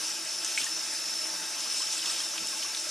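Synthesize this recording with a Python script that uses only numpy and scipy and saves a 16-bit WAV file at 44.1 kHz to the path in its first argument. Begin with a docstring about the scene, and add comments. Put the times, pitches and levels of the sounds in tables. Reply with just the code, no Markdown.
"""Tap running into a plastic basin

In a workshop, broadband noise from a tap's valve excites the resonances of spout and plastic sink.
Water sheds off a wet hide as spray (shaped noise), droplets and bubbles (damped sines) and slaps
(filtered impulses). The hide bumps the basin once, as a low sum of modes with a dull rub.
The room adds a decaying tail to droplets, slaps, bubbles and bump; mains hum is a faint sine."""
import sys
import numpy as np
from scipy import signal
from scipy.fft import rfft, irfft, next_fast_len
from scipy.io import wavfile
from scipy.ndimage import uniform_filter1d, map_coordinates

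SR = 44100
rng = np.random.default_rng(int(sys.argv[2]) if len(sys.argv) > 2 else 0)


def wav_out(sig):
    """Save sig, one row per channel (or a flat mono array), as 16-bit PCM at SR to the path in sys.argv[1]."""
    wavfile.write(sys.argv[1], SR, np.round(np.clip(np.atleast_2d(sig).T, -1, 1) * 32767).astype(np.int16))


def amplitude_ratio(level_db):
    """Convert a level in decibels to the matching linear amplitude (field) ratio."""
    exponent = np.asarray(level_db, float) / 20
    return 10 ** exponent


N = 127890  # samples


def unit(x):
    """Normalisation to an rms value of one."""
    return x / np.sqrt(np.mean(x ** 2) + 1e-20)


def along(points, hz):
    """Interpolation of (f/Hz, value) points on a logarithmic frequency axis."""
    f, v = np.transpose(points)
    return np.interp(np.log(hz + 1), np.log(f + 1), v)


def wobble(rate):
    """Slow random modulation: a spline through random knots, rate of them a second."""
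    knots = rng.standard_normal(int(N * rate / SR) + 4)
    return map_coordinates(knots, [np.arange(N) * rate / SR])


def filtered(x, response):
    """Linear filtering: the spectrum of x times a complex response of frequency."""
    m = next_fast_len(x.shape[-1] + 8192)
    spectrum = rfft(x, m) * response(np.fft.rfftfreq(m, 1 / SR))
    return irfft(spectrum, m)[..., :x.shape[-1]]


def rush(gain, patchy_db):
    """Turbulence noise: patchy in time and frequency, coloured by gain(Hz), partly coherent in stereo."""
    # likeness of the two channels: f/Hz, correlation coefficient
    likeness = [(30, 0.29), (150, 0.51), (300, 0.79), (1500, .9), (5000, .94), (8000, 0.83), (11000, 0.69),
                (15000, 0.29)]
    z = signal.stft(rng.standard_normal((2, N)), nperseg=256)[2]
    field = uniform_filter1d(rng.standard_normal(z.shape[1:]), size=5, axis=0)
    field = uniform_filter1d(field, size=12, axis=1)
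    pair = signal.istft(z * amplitude_ratio(patchy_db * unit(field)), nperseg=256)[1][:, :N]

    def mid_and_side(hz):
        # cos^2 - sin^2 of this angle is the correlation of left and right
        angle = np.arccos(np.clip(along(likeness, hz), -1, 1)) / 2
        return gain(hz) * [np.cos(angle), np.sin(angle)]

    mid, side = filtered(pair, mid_and_side)
    return np.array([mid + side, mid - side])


def rings(s, db, hz, cycles, rise, attack_s, size):
    """Damped free oscillation: sines falling 60 dB in so many cycles while their pitch rises, summed."""
    t = np.arange(size) / SR
    u = t * (hz / cycles)[:, None]  # one at 60 dB of decay
    envelope = amplitude_ratio(db[:, None] - 60 * u) * (1 - np.exp(-t / attack_s))
    wave = envelope * np.sin(2 * np.pi * hz[:, None] * t * (1 + rise * u))
    at = (s * SR).astype(int)[:, None] + np.arange(size)
    return np.bincount(at.ravel(), wave.ravel(), N + size)[:N]


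def tap():
    """Resonant filtering of flow noise: broad hiss, plus a narrow band for each mode of spout and basin."""
    # broad colour of the stream: f/Hz, relative level/dB
    hiss = [(30, -43), (80, -40), (115, -26), (150, -26), (300, -19), (420, -20.5), (700, -16),
            (1320, -13.5), (2200, -13), (4400, -12), (5300, -3.5), (7720, -14.5), (10100, -16),
            (11200, -20.5), (12200, -25), (14300, -34), (15700, -33)]
    # lesser resonances of spout and pipe: f/Hz, width at half amplitude/Hz, level over the broad colour/dB
    spout = [(2505, 48, 3), (2639, 69, 8), (3700, 180, 4.5), (4648, 99, 3), (5105, 51, 5.5), (5730, 250, 3),
             (6025, 49, 10.5), (6650, 160, 4.5), (7350, 150, 8.5), (8320, 370, 3), (8960, 90, 9.5),
             (9660, 300, 7), (10380, 84, 4.5), (10570, 152, 11.5), (11360, 220, 4.5), (11750, 150, 5.5),
             (14750, 200, 8)]
    # resonances of the basin: f/Hz, width at half amplitude/Hz, level over the broad colour/dB
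    basin = [(178.5, 14.8, 10), (230, 13, 7.5), (329.4, 39, 14), (621, 81, 6.5), (878.3, 38, 9),
             (1328, 61, 6), (1594, 90, 4), (470, 84, 1)]
    # main resonance of the spout: t/s, level over the broad colour/dB
    whistle_levels = [(0, 7), (.3, 10.5), (.6, 8.5), (.75, 15), (.97, 10), (1.19, 16), (1.42, 5.5),
                      (1.8, 15.5), (2, 8.5), (2.09, 14.5), (2.25, 10.5), (2.6, 10.5), (2.9, 10)]
    hiss_db = -37  # rms of the broad hiss before its slow modulation
    whistle_hz, whistle_width_hz, whistle_drift_hz = 5290, 124, 35

    def band(hz, width):
        return rush(lambda f: amplitude_ratio(along(hiss, f)) / (1 + (2 * (f - hz) / width) ** 2), patchy_db=-1)

    broad = rush(lambda hz: amplitude_ratio(along(hiss, hz)), patchy_db=2.11)
    scale = amplitude_ratio(hiss_db) / np.sqrt(np.mean(broad ** 2))
    # each of these resonances swells and fades on its own
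    sung = sum(amplitude_ratio(db + 1.7 * wobble(12)) * band(hz, width) for hz, width, db in spout)
    drummed = sum(amplitude_ratio(db + 1.1 * wobble(5.5)) * band(hz, width) for hz, width, db in basin)
    # crossfading two neighbouring bands lets the main resonance wander up and down
    whistle_db = np.interp(np.arange(N) / SR, *np.transpose(whistle_levels)) + 0.49 * wobble(90)
    turn = np.pi / 4 * (1 + np.tanh(wobble(7.06)))
    low = band(whistle_hz - whistle_drift_hz, whistle_width_hz)
    high = band(whistle_hz + whistle_drift_hz, whistle_width_hz)
    whistle = amplitude_ratio(whistle_db) * (np.cos(turn) * low + np.sin(turn) * high)
    return scale * amplitude_ratio(0.6 * wobble(6.16)) * (broad + sung + drummed + whistle)


def hum():
    """Mains hum: a single faint sine with slow amplitude modulation."""
    hum_hz, hum_db = 59.5, -84
    return amplitude_ratio(hum_db + 1.5 * wobble(6)) * np.sin(2 * np.pi * hum_hz * np.arange(N) / SR)


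def shedding():
    """Noise and random damped pulses under one flow envelope: spray, and clumped droplets, rarely big."""
    # water shedding off the hide: t/s, level/dB
    shed = [(0, -39.5), (.4, -46), (.46, -38.5), (.53, -40), (.6, -33.5), (.67, -38), (.74, -46.5),
            (1.2, -42.5), (1.45, -52), (1.62, -41.5), (1.8, -36), (1.89, -42), (1.93, -33), (2.02, -40),
            (2.07, -36), (2.22, -39.5), (2.32, -44), (2.6, -39), (2.72, -49), (2.77, -39), (2.81, -44),
            (2.9, -41)]
    # colour of the spray: f/Hz, relative level/dB
    spray_colour = [(500, -36), (1200, -55), (2500, -7.5), (4000, -6.5), (6500, -2.5), (9000, -4.5),
                    (12000, -21), (15500, -35)]
    droplet_hz, droplet_octaves, droplet_cycles = 4600, .55, 20
    droplet_spread_db, droplet_db = 1.9, -8  # droplet_db is relative to the flow
    flow = amplitude_ratio(np.interp(np.arange(N) / SR, *np.transpose(shed)))
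    noise = rush(lambda hz: amplitude_ratio(along(spray_colour, hz)), patchy_db=2.5)
    spray = unit(amplitude_ratio(0.83 * wobble(40.12)) * noise)
    draw, pitch = rng.random((4000, 2)), rng.standard_normal(4000)
    hz = droplet_hz * 2 ** (droplet_octaves * np.clip(pitch, -1.3, 2))
    size_db = -droplet_spread_db * np.log(draw[:, 1] + .02)
    drops = rings(draw[:, 0] * N / SR, size_db, hz, droplet_cycles, rise=.1, attack_s=.0003, size=400)
    clumped = unit(drops * amplitude_ratio(0.71 * wobble(25.02)))
    return flow * spray, amplitude_ratio(droplet_db) * flow * clumped


def room(x):
    """Reverberation: convolution with noise whose decay depends on frequency, its own in each channel."""
    # decay of the workshop: f/Hz, time to fall 60 dB/s
    decay = [(200, 0.52), (3000, 0.28), (12000, 0.38)]
    hz, t, z = signal.stft(rng.standard_normal((2, SR // 3)), SR, nperseg=256)
    tail = signal.istft(z * amplitude_ratio(-60 * t / along(decay, hz)[:, None]), SR, nperseg=256)[1]
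    delayed = np.pad(x, (150, 0))[None]  # 3.4 ms before the tail begins
    return signal.fftconvolve(delayed, tail / np.linalg.norm(tail[0]), axes=1)[:, :N]


def slaps():
    """Impulse response of a resonator: a blow and dying fizz ring briefly, the basin wall echoing once."""
    # sharp slaps of water: t/s, peak level before the echo/dB, centre f/Hz, width as a share of the centre
    slap_list = [(.25, -25, 7750, .3), (0.4473, -13, 6400, .8), (.4625, -21, 7400, 0.46),
                 (.5761, -15.5, 2250, .36), (.6429, -17.5, 6850, .3), (2.058, -23, 7000, .7),
                 (2.059, -24, 3250, .45), (2.3795, -22, 2750, .6), (2.627, -24, 2900, .8),
                 (.5965, -26, 5550, .3), (.6205, -29, 8500, .6), (0.7123, -23, 7500, .5),
                 (.936, -25, 8000, 0.42), (1.271, -23.5, 8000, 0.53), (1.605, -17, 5000, 0.92),
                 (1.82, -19, 6250, .6), (1.926, -23, 6500, 0.65), (1.946, -18.5, 7000, 0.48),
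                 (1.979, -25, 7600, .4), (1.992, -28.5, 3200, .3), (2.097, -26, 3700, 0.28),
                 (2.111, -24, 4750, .25), (2.116, -23, 8300, .4), (2.203, -25, 6500, 0.56),
                 (2.207, -33, 4100, 0.33), (2.471, -22, 7300, 0.4), (2.471, -28.5, 3200, .5),
                 (2.748, -22.5, 3870, .5), (2.771, -25, 4200, 0.44), (2.799, -23, 7950, 0.35),
                 (2.892, -21, 6150, 0.36)]
    fizz_t60_s, fizz_db, top_hz = .028, -21, 10500  # fizz_db is relative to the blow
    echo_s, echo_db = .0036, -9
    out, t = np.zeros(N + 4096), np.arange(4096) / SR
    for s, db, centre, share in slap_list:
        fizz = amplitude_ratio(fizz_db - 60 * t / fizz_t60_s) * rng.standard_normal(4096)
        blow = fizz + (t == 0)

        def resonance(f):
            damping = 1j * f * share * centre
            bandpass = (damping / (centre * centre - f * f + damping)) ** 3
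            return bandpass / (1 + (f / top_hz) ** 12)  # steep fall above top_hz

        burst = filtered(blow, resonance)
        out[round(s * SR):][:4096] += amplitude_ratio(db) * burst / np.abs(burst).max()
    echo = np.pad(out, (round(echo_s * SR), 0))[:N]
    return out[:N] + amplitude_ratio(echo_db) * echo


def plinks():
    """Bubble resonance: trapped air rings while its pitch rises; low bubbles last fewer cycles."""
    # drops that trap a bubble: t/s, level before attack and decay/dB, starting f/Hz
    bubbles = [(.5795, -27, 2400), (0.612, -27, 2620), (.629, -28, 2750), (0.644, -24, 6670),
               (.665, -24.5, 1790), (0.812, -31, 2750), (1.209, -40.5, 608), (1.564, -41, 1020),
               (1.66, -38, 1150), (1.7, -31, 3000), (1.803, -33, 1014), (1.825, -33, 1205),
               (1.87, -27.5, 3040), (1.955, -27, 7360), (2.026, -24, 2900), (2.06, -26, 3160),
               (2.202, -21, 3170), (2.379, -30, 2965), (2.405, -36, 2920), (2.529, -35, 1066),
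               (2.568, -30, 2600), (2.648, -34.5, 1140), (2.664, -31, 2670), (2.866, -36, 592)]
    s, db, hz = np.transpose(bubbles)
    cycles = 78 * np.sqrt(hz / 2700)  # 78 cycles at 2700 Hz
    return rings(s, db, hz, cycles, rise=0.067, attack_s=0.0021, size=4096)


def bump():
    """Modal excitation by soft contact: the hide thuds low on the basin wall, with a dull noise rub."""
    # what the wall rings with: f/Hz, relative level/dB
    modes = [(112, 0), (150, -4), (225, -13), (320, 3), (450, 2)]
    bump_s, bump_db, bump_t60_s, attack_s, rub_db = 2.402, -45.5, 0.14, 0.0062, 2
    t = np.clip(np.arange(N) / SR - bump_s, 0, None)
    shape = (1 - np.exp(-t / attack_s)) ** 2 * amplitude_ratio(bump_db - 60 * t / bump_t60_s)
    rub_colour = [(70, -60), (120, -4), (480, 0), (800, -40)]  # f/Hz, relative level/dB
    rub = unit(filtered(rng.standard_normal(N), lambda hz: amplitude_ratio(along(rub_colour, hz))))
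    thud = sum(amplitude_ratio(db) * np.sin(2 * np.pi * hz * t) for hz, db in modes)
    return shape * (thud + amplitude_ratio(rub_db) * rub)


def scene():
    """Superposition: stream, spray and hum, with high-passed events and their reverberation."""
    low_cut_hz, room_db = 70, -9.5
    spray, droplets = shedding()
    knocks = droplets + slaps() + plinks() + bump()
    events = filtered(knocks, lambda hz: (1j * hz / (low_cut_hz + 1j * hz)) ** 3)
    return tap() + spray + events + amplitude_ratio(room_db) * room(events) + hum()


def low_pass(x):
    """Removes everything above the highest recorded frequency."""
    return signal.sosfilt(signal.butter(12, 15740, fs=SR, output="sos"), x)


def record(dry):
    """Interchannel level and phase difference: two close microphone ports, cut off at the top."""
    # phase between the ports: f/Hz, lead of the left/rad
    lead = [(100, 0), (4650, 0.25), (7700, 0), (9100, 1.44), (11000, 0.37), (12100, 1.1), (13700, 0.43)]
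    # level between the ports: f/Hz, left over right/dB
    left_over_right = [(100, -0.5), (400, -0.4), (2000, 1.7), (6000, 0), (13000, 2.3)]
    top_hz = 15720
    side = np.array([[.5], [-.5]])  # half of each difference to either port

    def port_response(hz):
        level = amplitude_ratio(side * along(left_over_right, hz))
        return (hz < top_hz) * level * np.exp(1j * side * along(lead, hz))

    return low_pass(filtered(dry, port_response))


dry = scene()
out = record(dry)
wav_out(out)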